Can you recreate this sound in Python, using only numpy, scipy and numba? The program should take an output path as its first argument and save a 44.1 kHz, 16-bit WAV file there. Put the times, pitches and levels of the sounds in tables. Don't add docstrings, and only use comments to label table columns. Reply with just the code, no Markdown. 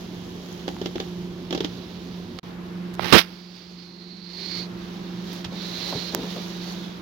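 import sys
import numpy as np
from scipy import signal
from scipy.fft import rfft, irfft, next_fast_len
from scipy.io import wavfile
from scipy.ndimage import uniform_filter1d, minimum_filter1d
from numba import njit

SR = 44100
rng = np.random.default_rng(int(sys.argv[2]) if len(sys.argv) > 2 else 0)


def file_out(sig):
    cols = np.atleast_2d(sig).T
    lim = np.clip(cols, -1, 1)
    pcm = np.round(lim * 32767).astype(np.int16)
    wavfile.write(sys.argv[1], SR, pcm)


N = 309141
TIME = np.arange(N) / SR
CUT_START_S, CUT_END_S = 2.397, 2.430

# f/Hz, level/dB. Levels in all tables are relative.
SKIN_SCRAPE = [(200, -15), (700, -6), (1500, 1), (3800, 1.5), (5500, -4), (7500, -26.5), (12000, -15.5),
               (16000, -19)]


def undb(db):
    return 10 ** (np.asarray(db) / 20)


def unit(x):
    return x / np.sqrt(np.mean(x ** 2))


def wander(per_second):
    step = max(int(SR / per_second), 2)
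    held = np.repeat(rng.standard_normal(N // step + 2), step)[rng.integers(step):]
    return 1.172 * uniform_filter1d(uniform_filter1d(held, step), step)[:N]


def colour(x, tone):
    hz, db = np.transpose(tone)
    size = next_fast_len(N + 8192, True)
    bin_hz = np.maximum(np.fft.rfftfreq(size, 1 / SR), 1)
    gains = unit(undb(np.interp(np.log(bin_hz), np.log(hz), db)))
    cepstrum = irfft(np.log(gains), size)
    cepstrum[1:size // 2] *= 2
    cepstrum[size // 2 + 1:] = 0
    return irfft(rfft(x, size) * np.exp(rfft(cepstrum)), size)[..., :N]


def noise(tone, grain_db=0):
    return unit(colour(rng.standard_normal(N) * undb(grain_db * wander(1500)), tone))


@njit
def resonate(x, hz, width_hz):
    out, band_state, low_state = np.empty(len(x)), 0., 0.
    for i in range(len(x)):
        tuning, damping = np.tan(np.pi * hz[i] / SR), width_hz[i] / hz[i]
        ring = (band_state + tuning * (x[i] - low_state)) / (1 + tuning * (tuning + damping))
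        band_state = 2 * ring - band_state
        low_state += 2 * tuning * ring
        out[i] = damping * ring
    return out


def band(hz, width_hz):
    centre, width = np.full(N, float(hz)), np.full(N, float(width_hz))
    once = resonate(rng.standard_normal(N), centre, width)
    return unit(resonate(once, centre, width))


def burst(s, rise_s, decay_s):
    age = TIME - s
    return np.clip(age / rise_s, 0, 1) * np.exp(-np.clip((age - rise_s) / decay_s, 0, 20))


def stroke(s, length_s, rise_s, release_s, db_per_s):
    age = TIME - s
    tilt = undb(db_per_s * np.clip(age, 0, length_s))
    release = np.exp(-np.clip((age - length_s) / release_s, 0, 20))
    return np.clip(age / rise_s, 0, 1) * tilt * release


def ease(share):
    return np.sin(np.pi / 2 * np.clip(share, 0, 1))


def pair(left_db):
    return np.array([[undb(left_db)], [1.]])


def from_right(x, left_db, lag_s=0.00025):
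    return np.array([np.interp(TIME - lag_s, TIME, x), x]) * pair(left_db)


def fan():
    # f/Hz, level/dB, wavering/dB, drift/(dB per s)
    tones = [(31.7, -64.5, 8, -1), (118, -57, 8.5, -2), (177.7, -36, 2, 0), (200.4, -47, 4.5, 1),
             (340, -47.5, 1.5, 0.5), (356.4, -48.5, 2.5, -1.5), (390, -56.5, 4.5, -0.5)]
    # t/s, depth/dB, half length/s
    quiet_spots = [(.2, 4, .8), (1.7, 3.5, .18), (1.93, 8, .1), (2.415, 7.5, .18), (3.63, 2, 0.084),
                   (5.95, 3.5, .35), (7, 6, .13)]
    hum = 0
    for hz, db, waver_db, drift in tones:
        phase = 2 * np.pi * np.cumsum(hz * (1 + 0.0031 * wander(7))) / SR
        tone = unit(np.sin(phase) * undb(waver_db * wander(12)))
        hum += tone * undb(db + drift * (TIME - TIME.mean()))
    dip_db = sum(depth_db * np.exp(-((TIME - s) / half_s) ** 2) for s, depth_db, half_s in quiet_spots)
    return from_right(hum * undb(2.2 - dip_db), left_db=-3.5, lag_s=0.00013)


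def workshop_air():
    # f/Hz, level/dB
    air = [(20, -20), (45, -3.5), (110, 0), (250, 2.5), (400, -1.5), (580, -10), (1000, -11), (1800, -17.5),
           (3000, -23.5), (5000, -32.5), (6800, -32.5), (8200, -44), (12000, -38.5), (16000, -44)]
    sheltered = TIME < CUT_START_S
    middle_db, bass_db = np.where(sheltered, -4.5, 2.5), np.where(sheltered, 1.66, -1.47)
    shared, separate = noise(air), np.array([noise(air), noise(air)])
    low, high = (signal.butter(1, 700, kind, fs=SR, output="sos") for kind in ("low", "high"))
    bass = signal.sosfilt(low, shared) * undb(bass_db + 0.36 * wander(13))
    bass = from_right(bass, left_db=-2.5, lag_s=0.00019)
    upper = signal.sosfilt(high, separate)
    middle = signal.sosfilt(signal.butter(1, (500, 3000), "band", fs=SR, output="sos"), upper)
    return undb(-40) * (bass + upper + (undb(middle_db) - 1) * middle)


def finger_slides():
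    # t/s, speeding up/s, slowing down/s, hiss/dB, singing over friction/dB, gap f/Hz, brush/dB
    slides = [(-1.1, 1.9, .75, -46.5, 0, 3220, -64.5), (1.25, .5, .8, -43.5, -8, 3850, -69),
              (3.2, .35, .45, -33, 0, 4600, -65), (3.6, .72, .33, -33.3, 5, 4250, -71),
              (4.17, .34, .165, -29.5, 5, 4360, -60), (4.3, .95, .45, -43.5, -6, 4000, -69),
              (5.22, .11, .12, -39, -6, 4800, -59), (5.49, .16, .38, -33, 1, 4050, -60),
              (5.68, .21, .26, -29, 2, 4160, -54), (5.92, .12, .07, -38, 8, 4240, -70),
              (5.93, .27, .86, -35.5, -5, 3850, -58.5), (6.58, .11, .06, -45, 7, 4400, -76),
              (6.72, .11, .14, -47, 5, 3520, -76)]
    # f/Hz, level/dB
    port_tone = [(500, -14.5), (1300, -8.5), (2100, -3), (2700, -0.5), (3600, 4.5), (4700, 1), (6000, -6),
                 (7200, -32), (8500, -115), (16000, -13)]
    # f/Hz, level/dB
    case_tone = [(150, 2), (400, 25.5), (800, 20.5), (1400, 14), (2600, 10.5), (4200, 16.5), (6600, 13),
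                 (8200, -7), (11500, 2.5), (16000, 1.5)]
    gap, friction_power, brush_power = 0, undb(-51.5) ** 2, 0
    for s, speeding_s, slowing_s, hiss_db, singing_db, gap_hz, brush_db in slides:
        age = TIME - s
        effort = ease(age / speeding_s) ** 1.05 * ease(1 - (age - speeding_s) / slowing_s) ** .7
        width_hz = max(960 - 57 * singing_db, 96)
        ring = band(gap_hz, width_hz) + undb(-14.5) * band(gap_hz / 2, width_hz=800)
        gap += effort * undb(hiss_db + singing_db) * ring
        friction_power += (effort * undb(hiss_db)) ** 2 / (1 + undb(singing_db) ** 2)
        brush_power += (effort * undb(brush_db)) ** 2
    friction = np.sqrt(friction_power) * noise(port_tone, grain_db=1)
    resting = undb(-52.5) * noise(SKIN_SCRAPE, grain_db=2)
    hiss = (undb(-4) * gap + undb(-1.5) * friction + resting) * undb(1.08 * wander(35))
    brush = np.array([noise(case_tone, grain_db=4.5), noise(case_tone, grain_db=3.5)])
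    brush *= np.sqrt(brush_power) * undb(16.5 + 1.75 * wander(30))
    return hiss * pair(left_db=-19.5) + brush * pair(left_db=-1)


def trim_creaks():
    # t/s, ring level/dB, scratch level/dB
    slips = [(0.678, -12.5, -32.5), (0.813, -16, -37), (0.857, -15, -31), (0.955, -17, -36),
             (0.999, -13, -29), (1.506, -19, -33.5), (1.525, -15, -30), (1.547, -14, -31),
             (1.575, -20, -33.5), (1.604, -13, -30), (1.644, -14.5, -27.5), (5.446, -31, -31)]
    # f/Hz, time to fade by 60 dB/s, level/dB
    panel_notes = [(289.5, 0.1, -9), (366, 0.045, 2), (457, 0.035, -2), (558, 0.028, -5), (809, 0.043, -8),
                   (1133, 0.024, -10.5), (1710, 0.013, -3.5), (3375, 0.014, -10)]
    # f/Hz, level/dB
    scratch_tone = [(300, -7), (900, -4.5), (1500, -1.5), (2600, 1.5), (3300, 9.5), (4300, 1), (5400, -1),
                    (7000, -10), (8500, -32), (12000, -21), (16000, -23)]
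    panel, scratching = np.zeros(N), np.zeros(N)
    age = TIME[:SR // 5]
    hz, fade_s, note_db = np.transpose(panel_notes)[..., None]
    for s, ring_db, scratch_db in slips:
        level_shift, pitch_shift = rng.standard_normal((2, len(panel_notes), 1))
        notes = undb(note_db + 2 * level_shift) * np.sin(2 * np.pi * hz * (1 + .07 * pitch_shift) * age)
        ring = (notes * undb(-60 * age / fade_s)).sum(0) * np.minimum(age / 0.0023, 1)
        start = int((s + 0.001003) * SR)
        panel[start:start + len(age)] += undb(ring_db) * ring / np.abs(ring).max()
        sharp = burst(s + 0.00039, rise_s=0.0022, decay_s=0.0036)
        tail = 0.18 * burst(s, rise_s=0.013, decay_s=0.014)
        scratching += undb(scratch_db) * (sharp + tail)
    echoes = rng.standard_normal((2, len(age))) * np.exp(-age / 0.026)
    footwell = signal.fftconvolve(panel[None], echoes / np.linalg.norm(echoes[0]))[:, :N]
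    ringing = undb(-2.5) * from_right(panel, left_db=-2) + undb(-8) * footwell
    scratch = scratching * np.array([noise(scratch_tone, grain_db=4), noise(scratch_tone, grain_db=2)])
    return ringing + undb(7.5) * scratch * pair(left_db=-8)


def finger_ticks():
    # t/s, level/dB, decay/s, low edge f/Hz, high edge f/Hz, left compared with right/dB
    snaps = [(0.6888, -16.5, 0.00033, 1500, 6560, 5), (.766, -19, 0.0015, 500, 1900, 4.5),
             (.982, -14, .0006, 1500, 4500, -6), (1.639, -20, 0.0031, 1500, 4800, -5),
             (2.3881, -8, 0.0024, 3000, 5600, -17), (2.9398, -21, .0004, 2500, 14000, -20),
             (2.944, -21, .0004, 2500, 14000, -20), (2.952, -21, 0.00046, 2000, 12000, -23),
             (2.995, 5, 0.0015, 600, 2000, -24), (3.045, -7, .0004, 800, 5000, -24),
             (3.0587, -5, .0004, 800, 5000, -26), (5.33, -27, 0.016, 3000, 17200, -14),
             (5.362, -21, .006, 3500, 7037, -8.5), (5.4445, -12, 0.006, 2200, 5500, -9),
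             (5.529, -25, 0.0034, 3500, 6500, -6), (6.1487, 6, 0.00025, 700, 18800, -26)]
    # f/Hz, level/dB
    case_tone = [(200, 3), (800, 8), (2500, -0.5), (4500, 2), (6500, -5.5), (8500, -10.5), (12000, -7),
                 (16000, -1.5)]
    ticks = 0
    for s, db, decay_s, low_hz, high_hz, left_db in snaps:
        snap = .35 * rng.standard_normal(N) * burst(s, rise_s=.0001, decay_s=decay_s)
        snap[int(s * SR)] -= 2
        touch = np.vstack([signal.butter(1, low_hz, "high", fs=SR, output="sos"),
                           signal.butter(3, high_hz, "low", fs=SR, output="sos")])
        ticks += undb(db) * signal.sosfilt(touch, snap) * pair(left_db)
    return colour(ticks, case_tone)


def finger_drags():
    # t/s, length/s, rise/s, roar level/dB, scrape level/dB
    drags = [(2.98, .14, .07, -22.5, -29), (3.1237, .045, .002, -2.5, -9)]
    # f/Hz, level/dB
    roar_tone = [(25, -10), (70, -9), (130, 2.5), (300, 1), (600, -4), (1400, -7), (3000, -11.5),
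                 (6000, -34), (16000, -54)]
    roar, scrape = 0, 0
    for s, length_s, rise_s, roar_db, scrape_db in drags:
        roar += undb(roar_db) * stroke(s, length_s, rise_s, release_s=.01, db_per_s=-40)
        pull = stroke(s, length_s + .018, rise_s, release_s=.0165, db_per_s=38)
        slip_off = undb(-26.5) * burst(s, rise_s=length_s, decay_s=.17)
        scrape += undb(scrape_db) * (pull + slip_off)
    skin = roar * noise(roar_tone, grain_db=3) + scrape * noise(SKIN_SCRAPE, grain_db=2.5)
    return skin * undb(2.1 * wander(200)) * pair(left_db=-41)


def hand_bumps():
    # t/s, level/dB, f/Hz, decay/s
    knocks = [(5.45, -37.5, 90, 0.054), (5.521, -34.5, 300, 0.037), (5.923, -26.5, 455, 0.014),
              (5.949, -25.5, 199, 0.026), (6.133, -32, 316, 0.065), (6.174, -34, 270, 0.06),
              (6.231, -34.5, 350, 0.044), (6.36, -33, 353, 0.037)]
    bumps = 0
    for s, db, hz, decay_s in knocks:
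        bumps += undb(db) * band(hz, width_hz=1.22 * hz) * burst(s, rise_s=0.003, decay_s=decay_s)
    return bumps * pair(left_db=1.5)


def scene():
    return (fan() + workshop_air() + finger_slides() + trim_creaks()
            + finger_ticks() + hand_bumps() + finger_drags())


def gain_control(x, threshold_db=-19, deepest_db=10, hold_s=1.022, glide_s=0.33):
    hold, glide = int(hold_s * SR) | 1, int(glide_s * SR) | 1
    power = signal.lfilter([1 / 700], [1, 1 / 700 - 1], np.mean(x ** 2, axis=0))
    gain_db = np.clip(threshold_db - 10 * np.log10(power + 1e-12), -deepest_db, 0)
    held_db = minimum_filter1d(gain_db, hold, origin=hold // 2, mode="constant")
    return x * undb(uniform_filter1d(held_db, glide, origin=glide // 2, mode="constant"))


def record(dry):
    bottom_hz, top_hz = 33, 15950
    thinned = signal.sosfilt(signal.butter(2, bottom_hz, "high", fs=SR, output="sos"), dry)
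    clipped = np.clip(gain_control(thinned), -1, 1)
    audible = uniform_filter1d(1. * ((TIME < CUT_START_S) | (TIME > CUT_END_S)), size=40)
    with_cut = clipped * np.maximum(audible, undb(-33))
    return signal.sosfilt(signal.ellip(8, .2, 70, top_hz, fs=SR, output="sos"), with_cut)


dry = scene()
out = record(dry)
file_out(out)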